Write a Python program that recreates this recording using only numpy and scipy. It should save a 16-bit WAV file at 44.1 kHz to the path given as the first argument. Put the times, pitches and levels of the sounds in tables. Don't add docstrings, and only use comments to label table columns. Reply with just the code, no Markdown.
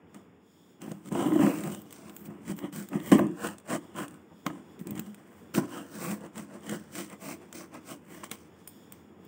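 import sys
import numpy as np
from scipy import signal
from scipy.fft import rfft, irfft
from scipy.io import wavfile
from scipy.ndimage import uniform_filter1d

SR = 44100
rng = np.random.default_rng(int(sys.argv[2]) if len(sys.argv) > 2 else 0)


def store_wav(level_fs):
    pcm = np.round(np.clip(np.atleast_2d(level_fs), -1, 1) * 32767)
    wavfile.write(sys.argv[1], SR, pcm.T.astype(np.int16))


N = 408807
TIME = np.arange(N) / SR

# freq_hz, level_db, free_t60_s
BOX = [(101.4, -8, 0.4), (134.5, -10.5, 0.23), (176.4, -8.5, 0.26), (208.3, 9, 0.097), (258, 3, 0.11),
       (287.5, 1.5, 0.25), (310.2, 2, 0.19), (340, -2, 0.19)]
# freq_hz, width_hz, level_db
FLAPS = [(485.5, 49, 3.5), (599.5, 46, 1), (668, 51, 1.5), (811, 54, -2), (857, 71, -3), (1044, 124, -1),
         (1146, 85, -2), (1250, 91, -3.5), (1570, 434, -5), (1962, 286, -3.5), (2714, 530, -6),
         (2934, 354, -5.5), (3390, 100, -12.5)]
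# freq_hz, level_db
TAPE = [(3300, 1.5), (4200, -6), (5500, -7), (7000, -0.5), (9500, 10), (12000, -4.5)]
# freq_hz, level_db
EDGE = [(8000, -54), (11000, -2), (13500, 5.5), (16000, -2.5)]
# box_sides_db, lid_db, tape_hiss_db, edge_hiss_db
SLIT = [(1.1, -76, 12, 4, -5, -10), (1.118, -47.5, 19.5, 15.5, -5, -13), (1.196, -35, -12, 7, -8.5, -18),
        (1.32, -40.5, 1, 16, -9.5, -9), (1.442, -34.5, 8, 7.5, -10.5, -14),
        (1.51, -37.5, -5.5, 7.5, -8, -8), (1.598, -45, 7, 9, -3.5, -6), (1.66, -43, 8, 6, -6.5, -10),
        (1.74, -45, 9.5, 9.5, -2, -3), (1.814, -60.5, 9, 2, -5, 0), (1.87, -63, 6, 9, -12, -10)]
CRACK_T60_S = 0.016


def undb(db):
    return 10 ** (np.asarray(db) / 20)


def unit(x):
    return x / np.sqrt(np.mean(x ** 2))


def walk(rate, count=N):
    k = int(SR / rate)
    steps = np.repeat(rng.standard_normal(count // k + 1), k)
    return uniform_filter1d(steps, k)[:count]


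def colour(x, table, size=2048):
    hz, db = np.transpose(table)
    f = np.maximum(np.arange(size // 2 + 1), .5) * SR / size
    gain = undb(np.interp(np.log(f), np.log(hz), db))
    cep = irfft(np.log(gain))
    cep[1:size // 2] *= 2
    cep[size // 2 + 1:] = 0
    response = irfft(np.exp(rfft(cep)))
    return signal.oaconvolve(x, response)[:len(x)]


def ring(modes, spread_db=0., length_s=.5):
    t = np.arange(int(length_s * SR)) / SR
    chance = rng.standard_normal(len(modes))
    out = np.zeros(len(t))
    for (hz, db, t60), c in zip(modes, chance):
        decay = np.exp(-np.log(1000) * t / t60)
        out += undb(db + spread_db * c) * np.sin(2 * np.pi * hz * t) * decay
    return out


def add(out, s, sound, peak_db):
    i = int(s * SR)
    n = min(len(sound), len(out) - i)
    out[i:i + n] += undb(peak_db) * sound[:n] / np.max(np.abs(sound))


def blade():
    # freq_hz, level_db
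    crease = [(3200, -13.5), (4300, -10), (6200, -2), (7500, -17.5)]
    grain_hz = 1400
    deep_hz = 230
    uneven_db, uneven_per_s = 1.87, 35
    saw_from_s = 5.5
    crease_db, fold_db = -15, -9.5
    ticks_per_s, ticks_db, ticks_spread_db = 25, 5, 3.5

    rasp, fibres, sides, lid, hiss, edge = pressure()
    force = grit(per_s=600, spread_db=2.5, smear_ms=1.5, share=.7)
    force = force * undb(uneven_db * walk(uneven_per_s))

    flexing = [m for m in FLAPS if m[0] < grain_hz]
    tearing = [m for m in FLAPS if m[0] > grain_hz]
    out = rasp * unit(flaps(force, flexing, wander_db=2.0))
    out += fibres * unit(flaps(force, tearing, wander_db=3.0))
    out += hiss * unit(colour(force, TAPE)) + edge * unit(colour(force, EDGE))

    crinkle_db = np.where(TIME < saw_from_s, crease_db, fold_db) + 3.9 * walk(8)
    out += hiss * undb(crinkle_db) * unit(colour(force, crease))

    tick_sizes = undb(ticks_db + ticks_spread_db * rng.standard_normal(N))
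    ticks = (rng.random(N) < ticks_per_s / SR) * tick_sizes
    tail = np.exp(-np.log(1000) * TIME[:2048] / CRACK_T60_S)
    envelope = signal.oaconvolve(ticks, tail)[:N]
    out += hiss * envelope * unit(colour(rng.standard_normal(N), TAPE))

    deep = [m for m in BOX if m[0] < deep_hz]
    high = [m for m in BOX if m[0] > deep_hz]
    for gain, modes in ((sides, deep), (lid, high)):
        body = ring(modes)
        body = body / np.sqrt(np.sum(body ** 2))
        out += signal.oaconvolve(force * gain, body)[:N]
    return out


def pressure():
    # box_sides_db, lid_db, tape_hiss_db, edge_hiss_db
    strokes = [(0.147, 0.0091, 0.0045, 0.1, -54.5, -2, 3, -11, -17),
               (0.821, 0.02, .06, 0.14, -49.5, 7.5, 10, -7, -8),
               (1.074, 0.073, .005, 0.032, -57.5, 13, 9.5, 0.5, -5),
               (1.938, 0.11, 0.034, 0.27, -57.5, 0, 1.5, -1.5, -6),
               (2.054, 0.17, 0.018, .15, -55, 4, 3, -10, -19),
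               (2.166, 0.093, 0.037, .1, -64, 12, 6, 0.5, 11),
               (2.255, 0.025, 0.014, 0.018, -57.5, 8, 11.5, 2.5, 8),
               (2.294, .04, 0.019, 0.18, -55, 8.5, 7, -15, -18),
               (2.501, 0.085, 0.012, 0.033, -48.5, 16.5, 2.5, -1.5, -8),
               (2.579, .03, .02, 0.055, -60.5, 7, 14, 1, 9),
               (2.641, 0.056, .005, 0.058, -40.5, 0, 8, -14, -18),
               (2.728, 0.0076, 0.074, 0.11, -51, 13, 0, 2, 1),
               (2.94, 0.041, .005, 0.11, -41, 3, 10, -10.5, -16),
               (3.072, 0.072, 0.028, .05, -46.5, 13, 6, 0, 1),
               (3.118, 0.0035, .003, 0.075, -26.5, 7.5, 10.5, -8, -17),
               (3.187, .01, 0.0025, 0.017, -33.5, -7, -4, -25, -7),
               (3.199, .02, 0.0043, 0.16, -42.5, 10, 14.5, -14.5, -25),
               (3.452, 0.093, 0.0058, 0.093, -36.5, -2.5, -4, -7, -12),
               (3.699, 0.038, 0.057, 0.034, -34.5, -1.5, -1, -6.5, -19),
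               (3.82, .03, .02, 0.14, -55.5, -4, 8.5, -9, -18),
               (3.977, .035, 0.053, 0.052, -38.5, -4, 1.5, -8, -14),
               (4.1, .03, .02, 0.16, -60, 1, 8.5, -5.5, -8),
               (4.322, .025, .003, .03, -53, 8.5, -5, -35, -35),
               (4.467, 0.013, 0.0027, 0.02, -35, -16, 4, -15, -10),
               (4.48, 0.022, 0.024, 0.18, -51.5, 3.5, 9.5, -9, -23),
               (4.796, .006, .01, 0.056, -63, 24.5, 0, 3, 8),
               (4.878, .035, 0.024, 0.082, -54.5, 14, 16.5, -5, -13),
               (4.968, 0.044, 0.011, 0.2, -53, 13.5, 0, -4, -5),
               (5.179, .03, .005, 0.18, -59, -4, 7, -8, -14),
               (5.385, 0.22, 0.017, 0.19, -61, -3, -4, -6, -6),
               (5.544, 0.0062, 0.034, 0.03, -41, -1, 8.5, 1.5, 1.5),
               (5.58, 0.024, .005, 0.085, -36, 3, 11, -12, -19),
               (5.726, 0.08, 0.051, 0.16, -46.5, -4, 3.5, -6, -11),
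               (6.033, 0.14, 0.083, 0.062, -38.5, 5, 0, -2.5, -4.5),
               (6.251, 0.1, .005, 0.05, -48, 1, 3, -12, -24),
               (6.382, 0.044, 0.0054, 0.074, -44, 7, 1.5, -2, -9),
               (6.553, 0.096, .005, 0.053, -47.5, -5, 3.5, -10.5, -27),
               (6.724, 0.11, 0.0094, 0.074, -40, 2.5, 5, -5, -11),
               (6.81, .03, 0.025, 0.2, -59.5, 10, 7, -5, -17),
               (6.969, 0.051, 0.034, 0.085, -46, 0.5, 3.5, 4, -1),
               (7.128, .045, .005, 0.038, -43.5, -7, -4.5, -11, -17),
               (7.242, 0.055, 0.076, 0.057, -45.5, -7, 4.5, -1.5, -4.5),
               (7.424, .035, .005, 0.062, -54, 0, 1, -8, -19),
               (7.55, .01, 0.036, 0.072, -54.5, -6, 7, 7, 1),
               (7.604, 0.12, 0.0069, 0.085, -49, -17, 4, -8, -9),
               (7.749, 0.039, .005, 0.048, -45, -5, 3.5, -11, -20),
               (7.908, 0.07, 0.012, 0.053, -47, -5, 1, -1, -5),
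               (8.163, 0.14, .01, 0.097, -52, 1, 2.5, -3, -4.5),
               (8.237, 0.01, .003, 0.037, -48, -16, -3, 0.5, -4),
               (8.315, .012, 0.0044, 0.059, -47.5, -10, -1.5, -1.5, -2),
               (8.38, .03, 0.03, 0.11, -65.5, -7, 6, 2, -3), (8.6, 0.07, .005, .07, -68, -10, 4, -4, -11),
               (8.682, .006, 0.022, .1, -75, -9, 14, 2, 14), (8.733, .1, .02, 0.18, -67, 4, 13.5, -5, 0),
               (8.924, .015, .02, 0.11, -66.5, 10, -7, -1, 0),
               (9.148, .2, 0.023, 0.26, -67.5, 6, 10, -25, -24)]
    swell_db = 20
    swell_power = 1.24
    fibres_db, fibres_per_hiss = -3, 0.36

    def layers(rasp, sides, lid, hiss, edge):
        fibres = fibres_db + fibres_per_hiss * hiss
        return rasp + np.array([0 * rasp, fibres, sides, lid, hiss, edge])

    t = TIME[::32]
    s, *columns = np.transpose(SLIT)
    slit_db = layers(*(np.interp(t, s, c) for c in columns))
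    power = undb(2 * slit_db) * (t > s[0]) * (t < s[-1])
    for s, rise, hold, fall, *levels in strokes:
        before = np.maximum((s - t) / max(rise, .002), 0)
        after = np.maximum((t - s - hold) / max(fall, .002), 0)
        lost_db = swell_db * (before + after) ** swell_power
        power += undb(2 * (layers(*levels)[:, None] - lost_db))
    return [np.interp(TIME, t, np.sqrt(p)) for p in power]


def grit(per_s, spread_db, smear_ms, share):
    size = (rng.random(N) < per_s / SR) * undb(spread_db * rng.standard_normal(N))
    tail = np.exp(-np.arange(int(.02 * SR)) / (SR * smear_ms / 1000))
    slips = signal.oaconvolve(size, tail)[:N] * rng.standard_normal(N)
    return unit(share * unit(slips) + rng.standard_normal(N))


def flaps(force, modes, wander_db=0.):
    top_hz = 3420
    out = np.zeros(len(force))
    for k, (hz, width, db) in enumerate(modes):
        weight = (-1) ** k * undb(db + wander_db * walk(7)[:len(force)])
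        out += weight * signal.lfilter(*signal.iirpeak(hz, hz / width, SR), force)
    return signal.sosfilt(signal.butter(4, top_hz, fs=SR, output="sos"), out)


def knocks():
    # start_s, peak_db, flap_slap_relative_db, panel_pitch_hz, slap_pitch_hz
    blows = [(0.16, -36, -13, 225, 840), (0.878, -27.5, -12, 280, 700), (0.913, -24, -11, 180, 600),
             (1.117, -27, -6, 192, 520), (1.15, -18, -7, 197, 595), (1.255, -16, -15, 293, 557),
             (1.319, -13.5, -11.5, 307, 630), (1.354, -14, -12, 306, 681), (1.39, -12.5, -13, 301, 818),
             (1.422, -19.5, -10, 299, 896), (1.44, -16, -22, 302, 600), (1.465, -14.5, -9.5, 310, 1140),
             (2.285, -28, -21, 218, 506), (2.496, -18, -38, 221, 541), (2.64, -21, -15, 344, 546),
             (2.931, -35, 3, 258, 1330), (2.954, -14.5, -28, 214, 544), (3.12, -4.5, -12, 340, 990),
             (3.154, -8, -25, 310, 680), (3.191, -12.5, -2.5, 323, 596), (3.258, -20.5, -22, 315, 584),
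             (3.951, -35.5, -3, 285, 673), (4.463, -20, -3, 228, 1040), (4.5, -27.5, -7, 256, 1130),
             (4.811, -24.5, -29, 158, 511), (4.868, -29, -26, 231, 501), (4.917, -21.5, -25, 135, 571),
             (4.949, -27, -23, 253, 528), (4.975, -33, -5, 200, 1970), (4.991, -24.5, -15, 180, 1500),
             (5.577, -14.5, -9.5, 246, 495), (6.078, -26, -25, 190, 550), (6.693, -29, -24, 194, 681),
             (6.721, -27, -1, 183, 554), (8.233, -40, 9, 312, 1160), (8.313, -39, -10, 288, 598)]
    push_cycles = 0.43
    judder_cycles = 4.4
    held_share, slit_share = 0.41, 0.62
    near_db_per_oct, slit_db_per_oct = 22, 50

    out = np.zeros(N)
    t = np.arange(int(.08 * SR)) / SR
    for s, db, slap_db, hz, slap_hz in blows:
        sliding = SLIT[2][0] < s < SLIT[-1][0]
        if sliding:
            cycles, share, drop_db = judder_cycles, slit_share, slit_db_per_oct
        else:
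            cycles, share, drop_db = push_cycles, held_share, near_db_per_oct
        push = np.sin(np.pi * np.clip(t * hz / cycles, 0, 1))
        if sliding:
            push = push * np.cos(2 * np.pi * hz * t)
        struck = [(f, g - drop_db * abs(np.log2(f / hz)), t60 * share) for f, g, t60 in BOX]
        add(out, s, signal.oaconvolve(ring(struck, spread_db=1.5), push), db)

        slapped = [(f, width, g - 8 * abs(np.log2(f / slap_hz))) for f, width, g in FLAPS]
        burst = rng.standard_normal(len(t)) * np.exp(-t / 0.0027)
        add(out, s, flaps(burst, slapped), db + slap_db)
    return out


def cracks():
    # start_s, tape_peak_db, board_relative_db, edge_relative_db
    releases = [(0.145, -38, -16, -14), (0.818, -33, -23, -16), (0.917, -33, -30, -17),
                (1.059, -45, -2, -14), (1.0872, -34.5, -22, -14), (1.1236, -31, -22, -18),
                (1.36, -37, -6, -6), (1.586, -34, -2, -9), (1.637, -33, -1, 2), (1.748, -29, -30, -21),
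                (1.818, -41.5, -21, 5), (1.908, -38, -20, -2), (1.9262, -31.5, -14, 1),
                (2.0958, -44.5, 5, -14), (2.165, -32, -20, 4), (2.2577, -39.5, -17, -2),
                (2.566, -42, -16, -1), (2.589, -38.5, 5, -9), (2.7265, -38, -13, -12),
                (2.8873, -38.5, -15, 7), (3.0016, -41.5, 6, -12), (3.117, -24.5, -1, -21),
                (3.1932, -29, -14, -7), (3.268, -41, -10, -23), (3.471, -23, -32, -21),
                (3.583, -34, -28, -18), (3.6, -42, -20, -18), (3.676, -42, -14, -14),
                (3.9619, -39, -11, -5), (4.081, -31.5, -31, -17), (4.109, -41, -22, -13),
                (4.142, -44, -20, -12), (4.465, -37.5, 17.5, -10), (4.7926, -41, -4, -8),
                (4.8707, -31.5, -25, -1), (4.908, -35, -24, 10.5), (4.954, -37, -13, -13),
                (4.9777, -35, -9, -13), (4.9949, -26.5, -11, 3), (5.145, -39, -6, -1),
                (5.5496, -29, 8, -13), (6.056, -30, -12, -14), (6.142, -38, -15, -10),
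                (6.3578, -37, -5, -14), (6.3795, -29, -10, -14), (6.6941, -27.5, -6, -15),
                (6.7975, -46, -15, -8), (6.9316, -45, -4, -9), (6.9533, -28, -10, -11),
                (7.052, -44, -8, -14), (7.0996, -38, -12, -17), (7.5274, -29, -36, -25),
                (7.7416, -37.5, -18, -11), (8.2414, -28, -10, -17), (8.296, -43, -12, -15),
                (8.3142, -20.5, -6, -18), (8.675, -34, -44, 7), (8.9221, -32.5, -35, 2),
                (9.2504, -52, -17, 8)]
    # freq_hz, level_db
    board = [(600, -1), (1200, 8), (3500, 4.5), (5000, -9.5)]
    out = np.zeros(N)
    t = np.arange(int(.06 * SR)) / SR
    for s, db, low_db, high_db in releases:
        burst = rng.standard_normal(len(t)) * np.exp(-np.log(1000) * t / CRACK_T60_S)
        for table, part_db in ((TAPE, db), (board, db + low_db), (EDGE, db + high_db)):
            add(out, s, colour(burst, table, size=256), part_db)
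    return out


def clinks():
    # start_s, peak_db
    contacts = [(8.314, -57), (8.675, -31), (8.689, -44)]
    # freq_hz, level_db, t60_s
    steel = [(5230, -4.5, 0.011), (8200, -11, .04), (9200, 4, 0.046), (10100, -5, 0.033), (10800, -8, .03),
             (13000, -20, .03), (14310, -5, .05), (15270, -14, .04)]
    rattle_s, tail_db, tail_s = 0.0022, -21, .05
    out = np.zeros(N)
    t = np.arange(int(.15 * SR)) / SR
    for s, db in contacts:
        envelope = np.exp(-t / rattle_s) + undb(tail_db) * np.exp(-t / tail_s)
        rattle = rng.standard_normal(len(t)) * envelope
        add(out, s, signal.oaconvolve(ring(steel, length_s=.2), rattle), db)
    return out


def background():
    # freq_hz, relative_density_db
    room = [(18, -91), (30, -79), (85, 0), (125, -13.5), (194, -5.5), (463, -11.5), (510, -18), (642, -21),
            (874, -20.5), (3000, -33.5), (3900, -65), (6600, -120)]
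    # freq_hz, relative_density_db
    mic_hiss = [(1760, -25), (3000, -13), (3360, 3), (3570, -3), (3810, -11.5), (4110, -20), (5250, -7),
                (5600, -10), (5710, -17), (6390, -23), (6900, -6), (7460, -17.5), (10200, -7.5),
                (15100, -16), (16000, -9)]
    room_db, mic_hiss_db = -53.5, -70
    hum = unit(colour(rng.standard_normal(N), room, size=4096)) * undb(room_db + 2.2 * walk(5.2))
    hiss = unit(colour(rng.standard_normal(N), mic_hiss)) * undb(mic_hiss_db + 3.8 * walk(9))
    return hum + hiss


def scene():
    box_low_hz, room_t60_s, room_db = 116, 0.16, -15.5
    near = blade() + knocks() + cracks() + clinks()
    near = signal.sosfilt(signal.butter(2, box_low_hz, "high", fs=SR, output="sos"), near)
    t = np.arange(int(.5 * SR)) / SR
    tail = rng.standard_normal(len(t)) * np.exp(-np.log(1000) * t / room_t60_s)
    tail = tail * (t > .004)
    wet = signal.oaconvolve(near, tail / np.sqrt(np.sum(tail ** 2)))[:N]
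    return (near + undb(room_db) * wet + background())[None]


def record(dry):
    # freq_hz, level_db
    phone = [(30, -5), (60, -16.5), (100, -6.5), (160, -0.5), (3300, -1.5), (4100, -0.5), (5600, 0),
             (7500, 4.5), (7900, 0), (8300, 3.5), (9500, -10.5), (11500, -9.5), (14000, -2.5), (15600, 4)]
    top_hz = 15680
    coloured = colour(dry[0], phone, size=4096)
    return signal.sosfilt(signal.ellip(10, .3, 70, top_hz, fs=SR, output="sos"), coloured)[None]


dry = scene()
out = record(dry)
store_wav(out)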